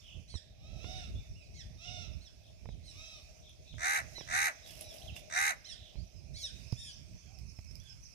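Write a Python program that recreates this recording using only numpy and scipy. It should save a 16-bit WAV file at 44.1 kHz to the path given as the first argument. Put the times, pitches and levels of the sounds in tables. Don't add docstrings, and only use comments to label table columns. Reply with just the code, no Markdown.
import sys
import numpy as np
from scipy import signal
from scipy.fft import rfft, irfft, next_fast_len
from scipy.io import wavfile
from scipy.ndimage import uniform_filter1d, map_coordinates

SR = 44100
rng = np.random.default_rng(int(sys.argv[2]) if len(sys.argv) > 2 else 0)


def dump_mix(stems):
    frames = np.atleast_2d(stems).T
    limited = np.clip(frames, -1, 1)
    pcm = np.round(limited * 32767).astype(np.int16)
    wavfile.write(sys.argv[1], SR, pcm)


N = 358974
TOP_HZ = 15500


def honks(length_s=0.25, attack_s=0.08, release_s=0.056, opening_s=0.11, hold_hz=396, roughness=0.26):
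    # t/s, level/dB, rasp/dB
    calls = [(3.78, -30.5, -4.5), (4.274, -29.5, -3.5), (5.298, -29.5, -3.5)]
    # f/Hz, gain/dB
    left_colour = [(300, -19), (450, -38), (700, -13), (1020, -7), (1550, -2), (2100, -2), (2600, -36),
                   (3300, -18.5), (4100, -17), (5200, -20), (7000, -24), (9000, -26), (11800, -22.5),
                   (15000, -38)]
    right_colour = [(300, -58.5), (570, -2), (790, -4.5), (1020, -11.5), (1250, 1.5), (2330, -6.5),
                    (3250, -28.5), (3850, -9), (4600, -20), (6100, -8.5), (7600, -15), (11500, -15.5),
                    (13500, -45)]
    out = np.zeros((2, N))
    t = clock(0, length_s)
    slack = np.clip(1 - t / attack_s, 0, 1)
    collapse = np.clip(1 - (length_s - t) / release_s, 0, 1)
    effort_db = -26 * (slack ** 1.32 + collapse ** 1.72)
    pitch = hold_hz - 80.95 * np.exp(-(t / 0.064) ** 2) - 161.4 * collapse
    depth = 0.083 + 0.85 * slack ** 2 + 0.18 * collapse
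    bright_db = 5 * slack - 26 * collapse ** 2
    order = np.arange(1, 38)[:, None]
    lag = np.pi * order ** 2 / (2 * len(order))
    beak_hz = 1530 + 1260 * t - 735 * collapse
    beak_lift = amp(4 * np.exp(-((order * pitch - beak_hz) / 400) ** 2))
    opened = np.clip(t / opening_s, 0, 1) ** 2
    for start, db, rasp_db in calls:
        flutter_hz = (84.5 - 67 * t) * (1 + 0.015 * wobble(t, 50))
        flutter = np.sin(cycles(flutter_hz))
        phase = cycles(pitch * (1 + 0.066 * flutter + 0.01094 * wobble(t, 350.3)))
        buzz = unit((beak_lift * np.cos(order * phase + lag)).sum(axis=0))
        breath = rng.standard_normal(len(t))
        scattered = tint(rng.standard_normal((2, len(t))), [(2000, 1.5), (4000, 3)])
        air = unit((breath + 0.97 * scattered) * (0.97 + np.cos(phase)))
        source = buzz + roughness * colour(air, [(600, -30), (2000, 19), (5000, 17)])
        low = tint(source, [(950, -3), (1200, -20.5)]) * (1 + 1.46 * flutter) * amp(-1.5)
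        blare = tint(source, [(950, 0.5), (1150, -1), (1500, 1.5), (2800, 6.5), (3600, -12.5)])
        blare *= 1 + depth * flutter
        rasp = windpipe(tint(source, [(3200, -23), (3650, 2)])) * amp(5 * flutter + rasp_db + bright_db)
        rasp = opened * rasp + (1 - opened) * tint(rasp, [(8500, 2), (9300, -12)])
        left, right = spaced(low, samples=14) + spaced(blare + rasp, samples=20)
        pair = np.array([tint(left, left_colour), tint(right, right_colour)])
        honk = unit(quickened(pair, share=0.0665))
        add(out, start, honk * amp(db + effort_db + 0.5) * fade(t, 0.00056))
    return yard(out, wall_db=-12, tail_db=-29)


def windpipe(x):
    # f/Hz, width/Hz, lift over the valleys/dB
    resonances = [(3750, 230, 6.5), (6150, 114, 11), (6390, 130, 0), (8170, 400, 4.5), (11500, 300, 4)]
    hz = np.arange(1, 320) * 50.0
    lift_db = sum(db * np.exp(-((hz - centre) / width) ** 2) for centre, width, db in resonances)
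    return tint(x, np.transpose([hz, lift_db - 3]))


def feathers_and_feet(shiver_hz=40, click_t60=0.01, ring_t60=0.015, rattle_hz=36):
    # t/s, length/s, level/dB
    strokes = [(4.036, 0.26, -74.5), (4.646, 0.2, -61.5), (4.792, 0.064, -59.5), (4.878, .22, -64.5),
               (5.144, 0.066, -61.5)]
    # t/s, level/dB, ring f/Hz
    clicks = [(3.4934, -46.5, 3400), (4.6628, -39.5, 3660), (4.7366, -43, 2900), (4.81, -30.5, 10770),
              (4.9842, -44.5, 5000), (5.1647, -31.5, 2730), (6.7234, -37.5, 5040), (7.3876, -44, 5280),
              (7.59, -53, 5330), (7.6466, -49, 5650), (7.7112, -45.5, 5430), (7.7545, -41, 5080),
              (7.8007, -46.5, 5870)]
    # f/Hz, gain/dB
    rustle_colour = [(300, 1.5), (1400, -10), (2800, 3), (4200, -4), (5200, -0.5), (8500, -5),
                     (11000, -0.5), (14000, -4), (16000, -17)]
    out, rings = np.zeros((2, N)), np.zeros(N)
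    for start, length, db in strokes:
        t = clock(start, start + length)
        swell_db = np.interp(t - start, [0, 0.28 * length, length], [-12, 0, -12])
        shiver = np.cumsum(shiver_hz * amp(2.2 * wobble(t, 30))) / SR % 1
        friction = rng.standard_normal((2, len(t)))
        grains = unit(friction * amp(3 * wobble(t, 297) - 12 * np.sqrt(shiver)))
        add(out, start, grains * amp(db + swell_db + 11) * fade(t, 0.014))
    t = clock(0, 0.021)
    decay = amp(-60 * t / click_t60)
    for start, db, hz in clicks:
        add(out, start, rng.standard_normal((2, len(t))) * decay * amp(db - 7))
        add(rings, start, np.sin(2 * np.pi * hz * t) * amp(db - 5 - 60 * t / ring_t60))
    for beat in np.arange(7.56, 8.12, 1 / rattle_hz):
        start = beat + rng.normal(0, 0.005)
        crack = rng.standard_normal((2, len(t))) * decay
        add(out, start, crack * amp(-60.5 + rng.normal(0, 3)))
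    return yard(colour(out, rustle_colour) + rings, wall_db=-2, tail_db=-30)


def wails(sag=0.22, edge_db=-24, roughness=0.4):
    # t/s, length/s, top f/Hz, level/dB, treble/dB, left-right/dB
    cries = [(0.561, 0.32, 655, -63.5, 2.5, 0.5), (0.768, 0.34, 745.7, -52, 1, 0),
             (1.767, 0.34, 732.5, -50.5, 6.5, 1), (2.9, .34, 650.4, -52, 12, 7.5),
             (7.249, 0.17, 786, -69, -36, -8)]
    # f/Hz, gain/dB
    throat = [(400, -39), (640, -4.5), (750, 2.5), (1000, -6), (1330, -2), (1800, -18), (2550, 6),
              (3150, -6.5), (3750, 7), (4500, -16), (5600, -2.5), (7000, -18), (9500, -30), (13000, -36)]
    out = np.zeros((2, N))
    for start, length, top_hz, db, treble_db, pan_db in cries:
        t = clock(start, start + length)
        droop = np.linspace(-1, 1, len(t)) ** 2
        phase = cycles(top_hz * (1 - sag * droop) * (1 + 0.019 * wobble(t, 300)))
        buzz = unit(np.cos(np.arange(1, 19)[:, None] * phase).sum(axis=0))
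        air = colour(rng.standard_normal(len(t)), [(700, -10), (2500, 1), (6000, 7), (12000, 2)])
        voice = colour(buzz + roughness * air, throat)
        cry = unit(tint(voice, [(1000, 0), (2600, treble_db / 2), (8000, treble_db), (14000, 0)]))
        add(out, start, sides(pan_db) * cry * amp(db + edge_db * droop ** 1.9) * fade(t, 0.0082))
    return yard(spaced(out, samples=10), wall_db=-5, tail_db=-10)


def squawks(top_share=0.3, hoarse_db=-14, jitter=0.02):
    # t/s, length/s, top f/Hz, slide/octaves, level/dB, tilt/dB per octave, left-right/dB
    notes = [(0.275, .115, 2253, 0.49, -51.5, 5.5, 0.5), (0.944, 0.057, 2290, 0.62, -56.5, 4, -2),
             (1.185, 0.082, 2440, 0.52, -66.5, -13, 8), (1.331, 0.15, 2854, 0.54, -65, 3.5, 0.5),
             (1.535, 0.094, 2217, 0.49, -53.5, 5, -0.5), (2.203, 0.087, 2178, 0.53, -58, 5, 3),
             (2.834, 0.091, 2140, 0.3, -56, 9, 2), (4.137, 0.088, 2045, 0.35, -50.5, 1.5, 1.5),
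             (4.612, 0.12, 1890, .3, -57, 8, 12), (4.825, 0.11, 1990, .3, -52, 9, 12),
             (5.64, .11, 2094, .55, -48.5, 6, 0.5), (6.335, .16, 2310, 0.62, -41.5, 10, 7.5),
             (6.754, .18, 1840, 0.26, -46, 14, 11.5), (7.155, 0.16, 1767, 0.2, -74.5, 3, -9),
             (7.779, 0.17, 1744, 0.27, -67, 4.5, -6)]
    # f/Hz, gain/dB
    throat = [(1400, 9.5), (2100, -3), (3000, 8.5), (3750, 7.5), (4700, 1), (5700, 1), (6600, -14),
              (7600, -13), (9200, -18.5), (13000, -42)]
    halves = [(0, 1, 0), (0.018, 0.9, -8)]  # delay/s, pitch ratio, level/dB
    order = np.arange(2, 14)[:, None] / 2
    hoarseness = np.where(order % 1, amp(hoarse_db), 1)
    out = np.zeros((2, N))
    for start, length, top_hz, slide, db, tilt_db, pan_db in notes:
        t = clock(start, start + length)
        progress = np.linspace(0, 1, len(t))
        leap = 0.67 * (1 - progress / top_share) ** 2
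        fall = abs((progress - top_share) / (1 - top_share)) ** 1.5
        below_top = np.where(progress < top_share, leap, fall)
        for delay, ratio, half_db in halves:
            pitch = ratio * top_hz * 2 ** (-slide * below_top)
            hz = order * pitch
            weight = amp(along(throat, hz) + tilt_db * np.log2(order)) * hoarseness * (hz < TOP_HZ)
            flicker = amp(4 * np.array([wobble(t, 45) for _ in order]))
            phase = cycles(pitch * (1 + jitter * wobble(t, 351.3)))
            note = unit((weight * flicker * np.sin(order * phase)).sum(axis=0))
            add(out, start + delay, sides(pan_db) * note * fade(t, length / 4) * amp(db + half_db - 1))
    return out


def whistles(jitter=0.015):
    # t/s, length/s, from f/Hz, to f/Hz, level/dB
    slurs = [(1.148, 0.063, 3350, 3770, -59), (2.113, 0.043, 5750, 5050, -69),
             (5.014, 0.022, 2700, 4440, -56.5), (5.07, 0.039, 3950, 2350, -52),
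             (5.123, 0.072, 3900, 3370, -60), (5.954, 0.075, 3870, 5080, -65.5),
             (6.145, .07, 5350, 4900, -71.5), (7.342, 0.034, 5400, 5020, -71),
             (7.55, 0.057, 5450, 5080, -68.5), (7.665, 0.059, 5400, 5050, -67),
             (7.889, 0.051, 5450, 5000, -60.5)]
    out = np.zeros(N)
    for start, length, from_hz, to_hz, db in slurs:
        t = clock(start, start + length)
        pitch = np.geomspace(from_hz, to_hz, len(t)) * (1 + jitter * wobble(t, 228))
        add(out, start, unit(np.sin(cycles(pitch))) * fade(t, length / 4) * amp(db))
    return out


def small_birds():
    return yard(spaced(squawks() + whistles(), samples=14), wall_db=-5, tail_db=-9)


def twitters(sweeps_per_s=45):
    # t/s, length/s, nominal sweep from f/Hz, to f/Hz, level/dB, left-right/dB
    runs = [(0, .19, 3850, 2517, -63.5, 4), (1.839, 0.074, 3400, 2530, -64, -18),
            (2.424, 0.096, 4050, 2940, -68, 16), (2.657, 0.098, 4140, 3000, -68, 13),
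            (3.411, 0.13, 4130, 3080, -64.5, 12), (3.647, 0.13, 4170, 3150, -61, 13),
            (5.697, 0.26, 4370, 2720, -67, 1), (6.898, 0.11, 4720, 6520, -63, 10),
            (7.168, 0.027, 6500, 5110, -69, 6), (7.47, 0.054, 4440, 6600, -65.5, 9),
            (8.018, 0.062, 4670, 6700, -62.5, 6.5)]
    out = np.zeros((2, N))
    for start, length, from_hz, to_hz, db, pan_db in runs:
        t = clock(start, start + length)
        sweep = np.cumsum(sweeps_per_s * amp(3.6 * wobble(t, 40))) / SR % 1
        sink = np.linspace(1.06, 0.92, len(t))
        pitch = (from_hz + (to_hz - from_hz) * sweep) * (1 + 0.0426 * wobble(t, 123.4)) * sink
        run = unit(np.sin(cycles(pitch)) * np.sin(np.pi * sweep))
        add(out, start, sides(pan_db) * run * fade(t, length / 3) * amp(db + 3.5))
    return yard(spaced(out, samples=14), wall_db=1, tail_db=-6)


def breeze(calm_db=-57, attack_s=0.026, release_s=0.064):
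    # t/s, length/s, level/dB, left-right/dB
    gusts = [(0.133, 0.12, -43.5, -28), (0.681, 0.34, -45.5, -29), (0.953, 0.31, -42.5, -2),
             (1.253, 0.18, -48, -2), (1.472, 0.25, -49, 5), (1.677, .14, -48, -15), (1.84, .4, -45.5, -24),
             (2.609, 0.23, -44.5, -16), (2.815, 0.27, -53, -9), (3.698, 0.15, -45, -24),
             (3.992, 0.44, -47.5, -28), (4.695, 0.24, -56.5, -15), (5.02, 0.17, -49.5, -5),
             (5.944, 0.13, -42, -25), (6.124, 0.28, -47, -25), (6.492, 0.32, -46.5, -34),
             (6.935, 0.3, -51.5, -14), (7.23, 0.37, -50, -33), (7.636, 0.21, -46, -32)]
    # f/Hz, gain/dB
    rumble = [(22, -39), (46, 2), (72, 2), (152, -8), (304, -25), (356, -25), (500, -33.5), (650, -29),
              (1100, -120)]
    power = np.ones((2, N)) * (amp(calm_db) * sides(pan_db=-4)) ** 2
    for start, length, db, pan_db in gusts:
        t = clock(0, length)
        swell = np.clip(np.minimum(t / attack_s, (length - t) / release_s), 0, 1)
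        add(power, start, (amp(db) * sides(pan_db) * swell) ** 2)
    lumps = amp(1.5 * wobble(clock(0, N / SR), 25))
    return unit(rush(rumble, patchy_db=2) * lumps) * np.sqrt(power)


def handling_bumps(thud_t60=0.06, knock_t60=0.024):
    # t/s, thud level/dB, knock level/dB, thud f/Hz
    hits = [(0.34, -33, -51, 74), (0.354, -26.5, -55, 80), (0.844, -56, -48.5, 83.4),
            (2.656, -36, -52.5, 74), (2.689, -33.5, -53, 137), (3.741, -38, -58.5, 61),
            (4.182, -90, -47, 67.5), (4.209, -41, -47, 155), (5.955, -39, -61, 71.4),
            (6.726, -20.5, -49.5, 121), (7.588, -32, -52.5, 83)]
    # f/Hz, gain/dB
    knock_colour = [(150, 3), (500, -1), (1000, -7), (1600, -19.5), (2500, -7.5), (4000, -40), (9000, -54)]
    out, t = np.zeros(N), clock(0, 0.085)
    for start, thud_db, knock_db, thud_hz in hits:
        thud = np.sin(2 * np.pi * thud_hz * t) * amp(thud_db + 2 - 60 * t / thud_t60)
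        knock = unit(colour(rng.standard_normal(len(t)), knock_colour))
        add(out, start, thud + knock * amp(knock_db + 12 - 60 * t / knock_t60))
    return out * amp([[-17], [0]])


def countryside():
    # t/s, level/dB
    hiss_levels = [(0.0, -68.5), (0.61, -78.5), (0.93, -64), (1.4, -72.5), (2.11, -69.5), (2.43, -72),
                   (2.79, -74), (2.99, -64), (3.6, -72.5), (4.08, -63.5), (6.3, -71.5), (6.6, -63.5),
                   (7.12, -69), (8.14, -69)]
    hum_levels = [(0.0, -84), (0.45, -77), (0.91, -64.5), (1.22, -77), (1.81, -76.5), (1.97, -66),
                  (2.24, -78), (2.79, -74.5), (3.72, -75.5), (3.92, -68.5), (4.76, -69), (4.94, -65),
                  (5.49, -68.5), (5.6, -71), (8.14, -90)]
    # f/Hz, gain/dB
    hiss_colour = [(900, -9.5), (1800, -12), (2550, 2.5), (2950, -10.5), (3500, -19.5), (4300, -5.5),
                   (5400, -4), (6200, -1.5), (7200, -11), (10000, -16.5), (14000, -19)]
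    hum_colour = [(100, -10), (300, -5), (560, -3), (625, 7.5), (690, -1.5), (800, -4), (950, -31.5),
                  (1600, -23.5), (4000, -12), (8000, -36), (15000, -29)]
    t = clock(0, N / SR)
    hiss = rush(hiss_colour, patchy_db=2.5) * amp(np.interp(t, *np.transpose(hiss_levels)) + 3)
    hum = rush(hum_colour, patchy_db=2.5) * amp(np.interp(t, *np.transpose(hum_levels)) + 7)
    return hiss + hum


def yard(pair, wall_db, tail_db, wall_t60=0.15):
    # f/Hz, t60/s
    tail_t60 = [(200, 0.28), (700, 0.5), (2500, 0.79), (6000, 0.32), (12000, 0.22)]
    hz, frame_s, bands = signal.stft(rng.standard_normal((2, SR)), SR, nperseg=256)
    decay = amp(-60 * frame_s / along(tail_t60, hz)[:, None])
    tail = signal.istft(bands * decay, SR, nperseg=256)[1][:, :SR]
    t = clock(0, 1)
    walls = rng.standard_normal((2, SR)) * amp(-60 * t / wall_t60) * (t > 0.001)
    answer = amp(wall_db) * unit(walls) + amp(tail_db) * unit(tail * (t > 0.012))
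    return pair + signal.fftconvolve(pair, answer / np.sqrt(SR), axes=1)[:, :N]


def amp(db):
    return 10 ** (np.asarray(db) / 20)


def unit(x):
    return x / np.sqrt(np.mean(x ** 2) + 1e-20)


def along(points, hz):
    freqs, values = np.transpose(points)
    return np.interp(np.log(hz + 1), np.log(freqs + 1), values)


def clock(start, end):
    return np.arange(round(start * SR), round(end * SR)) / SR


def wobble(t, rate):
    knots = (t - t[0]) * rate
    return map_coordinates(rng.standard_normal(int(knots[-1]) + 4), [knots])


def cycles(hz):
    return 2 * np.pi * np.cumsum(hz) / SR


def fade(t, edge_s):
    return np.clip(np.minimum(t - t[0], t[-1] - t) / edge_s, 0, 1)


def add(track, start, x):
    part = track[..., max(round(start * SR), 0):][..., :x.shape[-1]]
    part += x[..., :part.shape[-1]]


def colour(x, points):
    size = 2 * next_fast_len(x.shape[-1] // 2 + 4096)
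    cepstrum = irfft(np.log(amp(along(points, np.fft.rfftfreq(size, 1 / SR)))))
    cepstrum[1:size // 2] *= 2
    cepstrum[size // 2 + 1:] = 0
    return irfft(rfft(x, size) * np.exp(rfft(cepstrum)), size)[..., :x.shape[-1]]


def tint(x, points):
    size = next_fast_len(x.shape[-1] + 4096)
    gain = amp(along(points, np.fft.rfftfreq(size, 1 / SR)))
    return irfft(rfft(x, size) * gain, size)[..., :x.shape[-1]]


def rush(spectrum, patchy_db):
    bands = signal.stft(rng.standard_normal((2, N)), nperseg=512)[2]
    patches = uniform_filter1d(rng.standard_normal(bands.shape[1:]), size=6, axis=0)
    patches = unit(uniform_filter1d(patches, size=12, axis=1))
    noise = signal.istft(bands * amp(patchy_db * patches), nperseg=512)[1][:, :N]
    return unit(colour(noise, spectrum))


def quickened(pair, share):
    progress = np.linspace(0, 1, pair.shape[-1])
    place = (progress + share * progress * (progress - 1) / 2) * (len(progress) - 1)
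    return np.array([map_coordinates(x, [place], order=5) for x in pair])


def spaced(x, samples):
    left, right = np.broadcast_to(x, (2, x.shape[-1]))
    return np.array([left, np.pad(right, (samples, 0))[:len(left)]])


def sides(pan_db):
    return unit(amp(np.array([[pan_db], [-pan_db]]) / 2))


def scene():
    # f/Hz, left-right/dB
    ports = [(100, -12.5), (380, -4.5), (620, 11.5), (1350, -0.5), (2500, -11), (3300, -9.5), (4400, -8.5),
             (5300, -23), (6500, -9.5), (9500, -10), (13000, -1.5)]
    left, right = wails() + small_birds() + twitters() + feathers_and_feet() + countryside()
    left = tint(left, [(hz, db / 2) for hz, db in ports])
    right = tint(right, [(hz, -db / 2) for hz, db in ports])
    return honks() + amp(-1) * np.array([left, right]) + breeze() + handling_bumps()


def record(dry):
    size = next_fast_len(N + SR // 2)
    in_band = np.fft.rfftfreq(size, 1 / SR) < TOP_HZ
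    return irfft(rfft(dry, size) * in_band, size)[:, :N]


dry = scene()
out = record(dry)
dump_mix(out)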